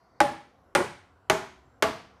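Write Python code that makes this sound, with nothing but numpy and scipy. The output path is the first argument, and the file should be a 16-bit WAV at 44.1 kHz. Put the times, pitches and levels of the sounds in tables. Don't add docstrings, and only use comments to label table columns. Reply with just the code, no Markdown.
import sys
import numpy as np
from scipy import signal
from scipy.fft import rfft, irfft
from scipy.io import wavfile
from scipy.ndimage import uniform_filter1d, minimum_filter1d

SR = 44100
rng = np.random.default_rng(int(sys.argv[2]) if len(sys.argv) > 2 else 0)


def to_wav(sig):
    pcm = np.clip(np.atleast_2d(sig), -1, 1) * 32767
    pcm = np.round(pcm).astype(np.int16)
    wavfile.write(sys.argv[1], SR, pcm.T)


def boost(x):
    u = np.asarray(x, float) / 20
    return 10 ** u


N = 97020

# start_s, knock_db, board_db, ring_length_share
BLOWS = [
    (0.2037, -8, 9.5, 0.9),
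    (0.7507, -8, 3.5, 0.92),
    (1.2987, -10, 5.5, 0.74),
    (1.8240, -12.5, 1, 0.71),
]
# crack_db, nail_hz, nail_db, second_hz, second_db (a second ring of the nail)
STEEL_BLOWS = [(-9, 9400, -23, 5000, -28.5), (-6.5, 9000, -15.5, 5800, -28),
               (-8, 6500, -18.5, 11000, -23.5), (-7.5, 4800, -22, 11500, -28)]
# start_s, knock_db, board_db, ring_length_share
REBOUNDS = [
    (0.8050, -10, 3, .3),
    (1.328, -25, -12, .6),
    (1.853, -23, -14, .7),
]
# lower_hz, lower_db, upper_hz, upper_db
JOINT_MODES = [
    (324, -3.5, 581, 3),
    (369.2, 3.5, 578, 1.5),
    (377.7, 3, 636.6, 4),
    (428.6, 4, 645.3, 7.5),
]
JOINT_T60_S = 0.1, 0.069
# mode_hz, level_db, t60_s
RAFTER_MODES = [(95, -34, .2), (135, -28, .12), (208, -20, .09), (270, -17, .1), (712, -6, .04),
                (940, -15, .05), (1145, -12, .11), (1420, -13, .13), (1515, -12, .08), (1650, -13, .06),
                (1745, -14, .1), (1992, -12, .07), (2240, -14, .05), (2490, -18, .05)]
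# frequency_hz, density_db (per Hz)
CRACK_SPECTRUM = [(500, -5.5), (1500, 7), (3300, -4.5), (6000, -8), (10000, -15.5), (14000, -24.5),
                  (16500, -25)]
# band_hz, level_db, t60_s
WALL_RETURNS = [(61, -50, 0.52), (144, -42.5, 0.61), (430, -31, 0.32), (1060, -31.5, 0.44),
                (2200, -39, 0.58), (5000, -47.5, .55), (10500, -47.5, 0.36), (15000, -63, .26)]
# frequency_hz, density_db (per Hz)
TOWN_SPECTRUM = [(25, -2), (90, 4), (160, -8.5), (260, -4.5), (1300, -9), (2600, -28.5), (6000, -34.5),
                 (16000, -49.5)]
# start_s, length_s, pitch_hz, level_db, waver_hz
BIRD_CALLS = [
    (0.0, .22, 4830, -82, 25),
    (0.0, .22, 4330, -82, 130),
    (1.15, .15, 4600, -93, 80),
    (1.64, .18, 7580, -87, 60),
]


def shape(table, hz, col=1):
    table = np.array(table)
    log_hz = np.log(np.maximum(hz, 1))
    return np.interp(log_hz, np.log(table[:, 0]), table[:, col])


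def coloured(table, size):
    hz = np.arange(size // 2 + 1) * SR / size
    spectrum = rfft(rng.standard_normal(size)) * boost(shape(table, hz))
    x = irfft(spectrum, size)
    return x / np.std(x)


def fade(t, t60):
    return np.exp(-np.log(1000) * t / t60)


def walk(rate_hz):
    hold = int(SR / rate_hz)
    x = np.repeat(rng.standard_normal(N // hold + 1), hold)
    x = uniform_filter1d(uniform_filter1d(x, hold), hold)[:N]
    return x / np.std(x)


def add(out, start_s, x):
    i = int(round(start_s * SR))
    out[i:i + len(x)] += x[:N - i]


def half_octaves(lowest_hz, count):
    bands = []
    for hz in lowest_hz * 2 ** (np.arange(count) / 2):
        edges = [hz / 2 ** .25, hz * 2 ** .25]
        bands.append((hz, signal.butter(2, edges, "band", fs=SR, output="sos")))
    return bands


def knock(knock_db, board_db, length_share, joint, push_s, spread_db):
    t = np.arange(SR // 3) / SR
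    lower = (*joint[:2], JOINT_T60_S[0])
    upper = (*joint[2:], JOINT_T60_S[1])
    board = (831.2, board_db, 0.051)
    modes = np.array([lower, upper, board] + list(RAFTER_MODES))

    luck = rng.standard_normal((len(modes), 3))
    luck[:3, :2] = 0
    hz = modes[:, :1] * (1 + .004 * luck[:, :1])
    gain = boost(modes[:, 1:2] + 1.5 * luck[:, 1:2]) * np.sign(luck[:, 2:])

    short = t[:SR // 25]
    spread_s = .005
    scatter = rng.standard_normal(len(short)) * np.exp(-short / spread_s)
    force = boost(spread_db) * scatter / np.sqrt(np.sum(scatter ** 2))
    force[0] += 1

    share = np.abs(rfft(force, SR))[hz.astype(int)]
    gain = gain / np.maximum(share, .4)
    build_cycles = 3.5
    gain = gain * np.where(hz < 900, 1 - np.exp(-t * hz / build_cycles), 1)
    ring = np.sum(gain * np.sin(2 * np.pi * hz * t) * fade(t, length_share * modes[:, 2:]), axis=0)

    push = short * np.exp(-short / push_s)
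    blow = np.convolve(force, push / push.sum())[:len(short)]
    return boost(knock_db) * signal.fftconvolve(ring, blow)


def steel(crack_db, nail_hz, nail_db, second_hz, second_db):
    t = np.arange(4096) / SR
    crack_t60_s, shiver_t60_s, nail_t60_s, click_t60_s = .011, .07, 0.01, .0012
    shiver_db, rise_s = -7, 0.00026
    grit = coloured(CRACK_SPECTRUM, size=4096)
    dull = signal.lfilter(*signal.butter(1, 4900, fs=SR), grit[::-1])
    crack = grit * fade(t, crack_t60_s) + boost(shiver_db) * dull * fade(t, shiver_t60_s)
    crack = crack * np.minimum(t / rise_s, 1)

    ring = boost(nail_db) * np.cos(2 * np.pi * nail_hz * t)
    ring = ring + boost(second_db) * np.cos(2 * np.pi * second_hz * t)

    click = boost(9) * ring * fade(t, click_t60_s)
    click[0] += boost(crack_db + 6.5)
    return boost(crack_db) * crack + ring * fade(t, nail_t60_s), click


def wall_returns():
    t = np.arange(SR // 2) / SR
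    rise_s, end_s = .003, 0.54
    out = 0
    for hz, sos in half_octaves(45.2, count=18):
        band = signal.sosfilt(sos, rng.standard_normal(len(t)))
        t60_s = np.maximum(shape(WALL_RETURNS, hz, col=2), .05)
        out = out + boost(shape(WALL_RETURNS, hz)) * band / np.std(band) * fade(t, t60_s)
    return out * (1 - np.exp(-t / rise_s)) * np.exp(-(t / end_s) ** 2)


def town():
    swell_db, flicker_db, level_db = .8, 1.2, -59.5
    base = coloured(TOWN_SPECTRUM, size=N)
    swell = walk(3.18)
    out = np.zeros(N)
    for _, sos in half_octaves(22.6, count=20):
        band_db = swell_db * swell + flicker_db * walk(9.52)
        out += signal.sosfilt(sos, base) * boost(band_db)
    return out / np.std(out) * boost(level_db)


def birds():
    out = np.zeros(N)
    for start_s, length_s, pitch_hz, level_db, waver_hz in BIRD_CALLS:
        t = np.arange(int(length_s * SR)) / SR
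        pitch = pitch_hz + waver_hz * walk(17)[:len(t)]
        level = boost(level_db + 4 * walk(150)[:len(t)])
        edge = np.minimum(np.minimum(t + .01, length_s - t) / .02, 1)
        add(out, start_s, level * edge * np.sin(2 * np.pi * np.cumsum(pitch) / SR))
    return out


def scene():
    out = town() + birds()
    for (start_s, *blow), joint, metal in zip(BLOWS, JOINT_MODES, STEEL_BLOWS):
        wood = knock(*blow, joint, push_s=.00008, spread_db=-7)
        crack, click = steel(*metal)
        walls = wall_returns()
        add(out, start_s, wood)
        add(out, start_s, crack)
        add(out, start_s, signal.fftconvolve(click, walls))
        add(out, start_s, boost(-24) * signal.fftconvolve(wood, walls))
    for (start_s, *rebound), joint in zip(REBOUNDS, JOINT_MODES[1:]):
        add(out, start_s, knock(*rebound, joint, push_s=0.0001, spread_db=-18))
    return out[None]


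def low_pass(x):
    return signal.sosfilt(signal.butter(12, 16780, fs=SR, output="sos"), x)


def record(dry):
    x = signal.sosfilt(signal.butter(2, 59.4, "high", fs=SR, output="sos"), dry)
    x = signal.sosfilt(signal.ellip(6, .3, 22, 15500, fs=SR, output="sos"), x)
    ceiling, release_s = .48, .006
    k = int(release_s * SR / 4) * 2 + 1
    gain = np.minimum(ceiling / (np.abs(x) + 1e-9), 1)
    gain = uniform_filter1d(minimum_filter1d(gain, k), k)
    return low_pass(x * gain)


dry = scene()
out = record(dry)
to_wav(out)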